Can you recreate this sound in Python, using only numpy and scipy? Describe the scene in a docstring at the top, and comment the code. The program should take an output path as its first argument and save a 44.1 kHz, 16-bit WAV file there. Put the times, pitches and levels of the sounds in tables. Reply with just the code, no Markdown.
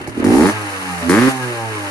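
"""A paved yard: a single-cylinder two-stroke motorcycle stands there and is blipped twice from idle.
With the throttle open every turn fires: a crack from the silencer, a boom from the pipe, a puff of hiss.
With it shut the engine coasts down, pumping air in soft tones over mechanical rattle.
One crank drives it all: pulses ring resonances, sines follow its orders, gates pulse shaped noise.
Low thudding lies underneath, and walls return a few echoes."""
import sys
import numpy as np
from scipy import signal
from scipy.fft import rfft, irfft
from scipy.io import wavfile
from scipy.ndimage import uniform_filter1d

SR = 44100
rng = np.random.default_rng(int(sys.argv[2]) if len(sys.argv) > 2 else 0)


def nominal_scale(level):
    """Amplitude ratio for a level in decibels (scalar or array-like)."""
    x = np.asarray(level, float) / 20
    return 10 ** x


def generate_wav(sig):
    """Save sig (samples, or channels by samples) to the path in sys.argv[1] as 16-bit PCM at SR."""
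    pcm = np.round(np.clip(np.atleast_2d(sig).T, -1, 1) * 32767).astype(np.int16)
    wavfile.write(sys.argv[1], SR, pcm)


N = 83790  # length in samples


def in_time(rows):
    """Columns of a table as curves over the samples."""
    s, *columns = np.transpose(rows)
    return [np.interp(np.arange(N) / SR, s, column) for column in columns]


def at_hz(points, hz):
    """A spectrum read on a log-frequency axis."""
    point_hz, value = np.transpose(points)
    return np.interp(np.log(np.maximum(hz, 1)), np.log(point_hz), value)


def rms_one(x):
    """Scale to rms 1."""
    return x / np.sqrt(np.mean(x ** 2) + 1e-20)


def evened(x):
    """Running level brought to 1, so that only the envelope sets loudness."""
    power = uniform_filter1d(uniform_filter1d(x ** 2, size=2000), size=2000)
    return x / np.sqrt(power + 1e-20)


def filtered(x, order, hz, kind="low"):
    """Butterworth filter."""
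    return signal.sosfilt(signal.butter(order, hz, kind, fs=SR, output="sos"), x)


def drift(rate):
    """Slow chance, spread 1: noise through two equal one-pole smoothers, made at every 40th sample."""
    r = np.exp(-80 * np.pi * rate / SR)
    noise = rng.standard_normal(N // 40 + 2002)
    slow = signal.lfilter([1], [1, -2 * r, r * r], noise)[2000:]  # skip the settling
    return np.interp(np.arange(N) / 40, np.arange(len(slow)), rms_one(slow - slow.mean()))


def clicks(s, sizes):
    """Impulses at fractional sample places, each shared between two neighbours."""
    at = np.clip(np.asarray(s) * SR, 0, N - 2)
    whole = at.astype(int)
    here = np.bincount(whole, sizes * (1 - at + whole), N)
    following = np.bincount(whole + 1, sizes * (at - whole), N)
    return here + following + 1e-18


def ring(x, modes):
    """Parallel decaying modes with alternating signs."""
    out = 0
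    for k, (hz, db, t60) in enumerate(modes):
        r, w = nominal_scale(-60 / (t60 * SR)), 2 * np.pi * hz / SR
        mode = signal.lfilter([0, np.sin(w)], [1, -2 * r * np.cos(w), r * r], x)
        out = out + (-1) ** k * nominal_scale(db) * mode
    return out


def late(x, s):
    """Delay by interpolated reading."""
    return np.interp(np.arange(N) - s * SR, np.arange(N), x, left=0)


# how alike left and right noise are: pitch_hz, likeness (1 same, -1 opposite; held to that range)
LIKENESS = [(60, 1), (290, 0.51), (640, 0.67), (1400, -0.5), (3000, -0.4), (3400, -1.21), (3800, 0.32),
            (10600, -0.21), (11200, 1), (12800, .97), (13300, 0.078), (13900, -1.12)]


def coloured_noise(spectrum):
    """Stereo noise, rms 1: mid and side mixed per frequency by the left-right likeness."""
    hz = np.fft.rfftfreq(N, 1 / SR)
    mid, side = rfft(rng.standard_normal((2, N)))
    alike = np.clip(at_hz(LIKENESS, hz), -1, 1)
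    pair = np.sqrt(1 + alike) * mid + np.sqrt(1 - alike) * side * [[1], [-1]]
    return rms_one(irfft(nominal_scale(at_hz(spectrum, hz)) * pair, N))


# crank speed: time_s, speed_turns_per_s
CRANK_SPEED = [(0, 37.0), (0.15, 38.1), (0.184, 41.0), (0.242, 45.3), (0.408, 76.7), (0.496, 98.6),
               (0.524, 108.7), (0.534, 109.3), (0.792, 95.3), (0.876, 92.5), (1.056, 83.6), (1.12, 90.9),
               (1.198, 118.4), (1.226, 124.4), (1.26, 129.6), (1.304, 133.5), (1.368, 130.0),
               (1.558, 117.2), (1.718, 108.5), (1.792, 103.0), (1.9, 97.7)]
# clear firings that set the crank angle: time_s
CLEAR_FIRINGS = [.171, .195, .223, .2434, .3826, .4348, .4976, 1.0957, 1.1502, 1.2124, 1.2896]


def crank():
    """Speed and turns of the crank; whole turns lie between the clear firings."""
    speed, = in_time(CRANK_SPEED)
    turns, t = np.cumsum(speed) / SR, np.arange(N) / SR
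    at = np.interp(CLEAR_FIRINGS, t, turns)
    whole = np.round(at[0]) + np.cumsum(np.round(np.diff(at, prepend=at[0])))
    return speed, turns + np.interp(t, CLEAR_FIRINGS, whole - at)


def firings(turns):
    """Times and uneven strengths of the firings, one a turn."""
    jitter_s, uneven_db = .00005, 1.8  # spreads
    chance = rng.standard_normal((400, 2))
    s = np.interp(np.arange(np.ceil(turns[0]), turns[-1]), turns, np.arange(N) / SR)
    chance = chance[:len(s)]
    return s + jitter_s * chance[:, 0], nominal_scale(uneven_db * chance[:, 1])


def puffs(train):
    """Each firing opens a short gate that dies away exponentially."""
    puff_s = 0.014  # time constant
    return evened(signal.lfilter([1], [1, -np.exp(-1 / (puff_s * SR))], train))


# echoes from walls: left_delay_s, level_db, right_delay_s
WALL_ECHOES = [(.0071, -12, 0.01112), (0.0134, -5, 0.013)]


def yard(x):
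    """A few delayed copies from walls, arriving at different times left and right."""
    return sum(nominal_scale(db) * np.array([late(x, left), late(x, right)]) for left, db, right in WALL_ECHOES)


# low thudding: time_s, level_db
RUMBLE_LEVEL = [(0, -65), (.15, -49), (.3, -47), (.4, -33), (.5, -51), (.58, -75), (1.05, -79), (1.17, -54),
                (1.35, -73), (1.9, -75)]


def rumble():
    """Lumpy low band of noise, partly its own in each channel."""
    low = filtered(rng.standard_normal((2, N)), 3, [33, 68], "band")
    pair = low[0] + .25 * low[1] * [[1], [-1]]
    return nominal_scale(in_time(RUMBLE_LEVEL)[0]) * rms_one(pair)


# level of the treble hiss: time_s, level_db
HISS_LEVEL = [(0, -41.5), (.071, -52), (.075, -35.5), (.126, -50), (.2, -40), (.238, -46), (.243, -29.5),
              (.265, -33), (.3, -33), (.344, -28), (.505, -28), (.54, -37), (1.09, -35), (1.095, -20.5),
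              (1.13, -26.5), (1.18, -28), (1.3, -27.5), (1.338, -35), (1.672, -39), (1.9, -36.5)]
# colour of the hiss: pitch_hz, density_db (per Hz, relative)
HISS_COLOUR = [(2000, -8), (3000, -41), (3400, -13), (4200, 1.5), (6900, 1), (7900, -3), (9000, 1.5),
               (9600, 2), (11000, -3), (12400, -11.5), (13200, -19), (14000, -15), (15700, -10.5)]


def hiss(gate):
    """Treble noise of rushing gas, partly puffing with the firings."""
    puff_share = 0.47
    level = nominal_scale(in_time(HISS_LEVEL)[0] + .5 * drift(38.0))
    return level * (1 + puff_share * gate) * coloured_noise(HISS_COLOUR)


# the turning engine, for rattle() and pumping(): time_s, tones_db, rattle_db
TURNING_LEVELS = [(0, -38, -33), (.15, -37.5, -35.5), (.3, -20.5, -26), (.45, -14.5, -23.5),
                  (.53, -21, -24.5), (.62, -21.5, -27), (.72, -30, -27.5), (.9, -26, -28),
                  (1.05, -25.5, -27.5), (1.15, -22, -21), (1.28, -28, -18.5), (1.34, -24.5, -27),
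                  (1.45, -24.5, -26), (1.55, -28.5, -26), (1.62, -23, -31.5), (1.7, -26.5, -27),
                  (1.9, -34.5, -26.5)]
# colour of the rattle: pitch_hz, density_db (per Hz, relative)
RATTLE_COLOUR = [(40, -70), (101, -20), (152, -24), (283, -10), (499, -13), (687, -15), (845, -9),
                 (1100, -6), (1800, -6), (2700, -11), (4680, -26), (7920, -120)]


def rattle(gate):
    """Mechanical rattle as broad noise, unsteady and partly pulsing with the firings."""
    puff_share = 0.37
    level = nominal_scale(in_time(TURNING_LEVELS)[1] + 1.28 * drift(15.2))
    return level * (1 + puff_share * gate) * coloured_noise(RATTLE_COLOUR)


# resonances that the falling orders pass through, relative levels:
# pitch_hz, first_run_down_db, second_run_down_db
PASSAGES = [(111.6, -19, -48), (183.1, -25, -25), (277.6, -26, -11.5), (303.5, -29, -23), (356, -83, -18),
            (422.5, -29.5, -22), (490, -27, -22.5), (588.3, -28, -22), (665, -32, -31.5), (798, -24, -22.5),
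            (860, -38, -33), (897, -29, -27.5), (1040, -43.5, -32), (1157, -37.5, -34.5),
            (1265, -36.5, -40), (1637, -39.5, -32)]
# fade from the first run-down's levels to the second's: start_s, end_s
PASSAGE_CHANGE = (1.05, 1.3)


def pumping(speed, turns):
    """Pumped air as orders of the crank: sines that swell as they cross a resonance."""
    width_hz, widens_hz_per_hz = 16, .025
    waver_db, waver_per_s, slip_rad = 1.0, 6.0, .02  # waver grows with the root of the order, slip with it
    after = np.interp(np.arange(N) / SR, PASSAGE_CHANGE, [0, 1])[::50]  # gains move every 50 samples
    hz, early_db, late_db = np.transpose(PASSAGES)[:, :, None]
    tops = nominal_scale(2 * (early_db + after * (late_db - early_db)))  # as power
    tones = 0
    for order in range(2, 21):
        off_peak = 2 * (order * speed[::50] - hz) / (width_hz + widens_hz_per_hz * hz)
        power = np.sum(tops / (1 + off_peak ** 2) ** 2, axis=0)
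        waver = nominal_scale(waver_db * np.sqrt(min(order, 9)) * drift(waver_per_s))
        gain = np.repeat(np.sqrt(power), 50)[:N] * waver
        slip = slip_rad * order * drift(2.3) + rng.uniform(-1.23, 1)
        tones = tones + gain * np.cos(2 * np.pi * order * turns + slip)
    return nominal_scale(in_time(TURNING_LEVELS)[0]) * rms_one(tones)


# first order of the crank: time_s, peak_db
FIRST_ORDER_LEVEL = [(0, -60), (.25, -47), (.3, -27), (.46, -22), (.51, -42), (.54, -25.5), (.63, -30),
                     (.7, -34.5), (.79, -37), (.835, -43), (.9, -36.5), (1.0, -35), (1.07, -28),
                     (1.2, -18.5), (1.28, -19.5), (1.33, -32.5), (1.45, -24.5), (1.55, -31), (1.68, -26.5),
                     (1.9, -35)]


def first_order(turns):
    """The lowest tone: one sine cycle a turn."""
    return nominal_scale(in_time(FIRST_ORDER_LEVEL)[0]) * np.cos(2 * np.pi * turns)


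# the air box hums as the throttle opens before the engine catches: time_s, level_db
INTAKE_LEVEL = [(1.0, -73), (1.03, -24.5), (1.07, -18), (1.09, -17.5), (1.12, -45), (1.15, -57)]
# its resonance: pitch_hz, level_db, t60_s (of a single pass)
AIR_BOX = [(249.5, 0, 0.21)]


def intake(train):
    """Each turn sucks air through one narrow resonance, applied twice so that it swells in."""
    return nominal_scale(in_time(INTAKE_LEVEL)[0]) * evened(ring(ring(train, AIR_BOX), AIR_BOX))


# lone firings at idle: time_s, strength_db
IDLE_POPS = [(.008, -33.5), (0.079, -28)]
# body of a pop: pitch_hz, level_db, t60_s
POP_BODY = [(112.5, 7.5, 0.16), (349, 9, 0.083), (597, 2, 0.014)]
# tick just before it: pitch_hz, level_db, t60_s
POP_TICK = [(805, 7, 0.027), (2230, 0.5, 0.019)]


def idle_pops():
    """Lone pulses ring a low body, each led by a higher tick."""
    tick_lead_s = .005
    s, db = np.transpose(IDLE_POPS)
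    return ring(clicks(s, nominal_scale(db)), POP_BODY) + ring(clicks(s - tick_lead_s, nominal_scale(db)), POP_TICK)


# throttle, as the boom of the pipe: time_s, level_db
BOOM_LEVEL = [(0, -37), (.155, -34), (.175, -19.5), (.2, -18), (.225, -18.5), (.25, -11), (.34, -8.5),
              (.4, -8), (.46, -11), (.49, -12), (.515, -29), (.55, -65), (1.03, -76), (1.07, -35),
              (1.088, -21), (1.1, -8), (1.16, -10), (1.22, -12.5), (1.28, -8.5), (1.3, -19.5), (1.33, -82),
              (1.9, -72)]
# resonances of the pipe: pitch_hz, level_db, t60_s
PIPE = [(123, -16.5, 0.045), (182, -8, 0.08), (259.7, 3.5, 0.082), (337.7, -0.5, 0.18), (418.7, 1.5, 0.03)]


def boom(s, sizes):
    """A soft pressure pulse rings the pipe once a turn."""
    # the boom comes this far round the crank after the crack, less its shorter path
    after_turns, lead_s = .4, .0075
    pulses = clicks(s + after_turns * np.gradient(s) - lead_s, sizes)
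    soft = filtered(pulses, 2, 528)
    return nominal_scale(in_time(BOOM_LEVEL)[0]) * evened(ring(soft, PIPE))


# combustion, as the crack of the silencer: time_s, level_db
CRACK_LEVEL = [(0, -44), (.18, -48), (.2, -42), (.225, -66), (.243, -27.5), (.3, -30.5), (.39, -25.5),
               (.5, -18), (.52, -58), (.56, -33), (1.085, -41), (1.094, -17), (1.13, -15), (1.2, -16),
               (1.29, -21), (1.315, -35), (1.34, -39), (1.9, -61)]
# resonances of the silencer: pitch_hz, level_db, t60_s
SILENCER = [(590, -13, .025), (1100, -12, .01), (805, -15, .035), (1600, -10, .008)]


def crack(train):
    """A sharp pulse and a burst of turbulence ring the silencer, beside the bare pressure spike."""
    turbulence_db, spike_db, spike_hz = -18, 15, 2750
    turbulence = puffs(train) * rng.standard_normal(N)
    drive = -evened(train) + nominal_scale(turbulence_db) * turbulence
    spike = drive - late(drive, 1 / spike_hz)
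    sound = filtered(ring(drive, SILENCER) + nominal_scale(spike_db) * spike, 5, spike_hz)
    left = nominal_scale(in_time(CRACK_LEVEL)[0]) * evened(sound)
    return np.array([left, filtered(left, 1, 1400)])  # the frame shades the right


def scene():
    """Engine layers, echoes and noise."""
    crack_lead_s, puff_delay_s = .0004, .002  # both against the firing mark
    tone_echo_db, crack_echo_db = -5, -9
    speed, turns = crank()
    s, sizes = firings(turns)
    blows = filtered(boom(s, sizes) + idle_pops(), 2, 66.5, "high")
    low = blows + intake(clicks(s, sizes))
    tones = pumping(speed, turns)
    sharp = crack(clicks(s - crack_lead_s, sizes))
    gate = puffs(clicks(s + puff_delay_s, sizes)) - 1
    echoes = yard(low + nominal_scale(tone_echo_db) * tones + nominal_scale(crack_echo_db) * sharp[0])
    engine = low + tones + first_order(turns) + sharp
    return engine + echoes + hiss(gate) + rattle(gate) + rumble()


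def roll_off(x):
    """The treble ends steeply here."""
    return signal.sosfilt(signal.butter(12, 16010, fs=SR, output="sos"), x)


# colour of the two microphones: pitch_hz, left_over_right_db
LEFT_OVER_RIGHT = [(40, 5), (99, -6.5), (270, -3.5), (450, 0), (740, -2), (1500, 3), (3300, -2.5),
                   (6000, 1.5), (7800, 2), (9300, -14.5), (10800, -0.5)]


def record(dry):
    """The two microphones differ in colour; peaks are rounded."""
    tilt = at_hz(LEFT_OVER_RIGHT, np.fft.rfftfreq(N, 1 / SR)) / 2  # half to each side
    coloured = irfft(rfft(dry) * nominal_scale(np.array([tilt, -tilt])), N)
    return roll_off(np.tanh(coloured))


dry = scene()
out = record(dry)
generate_wav(out)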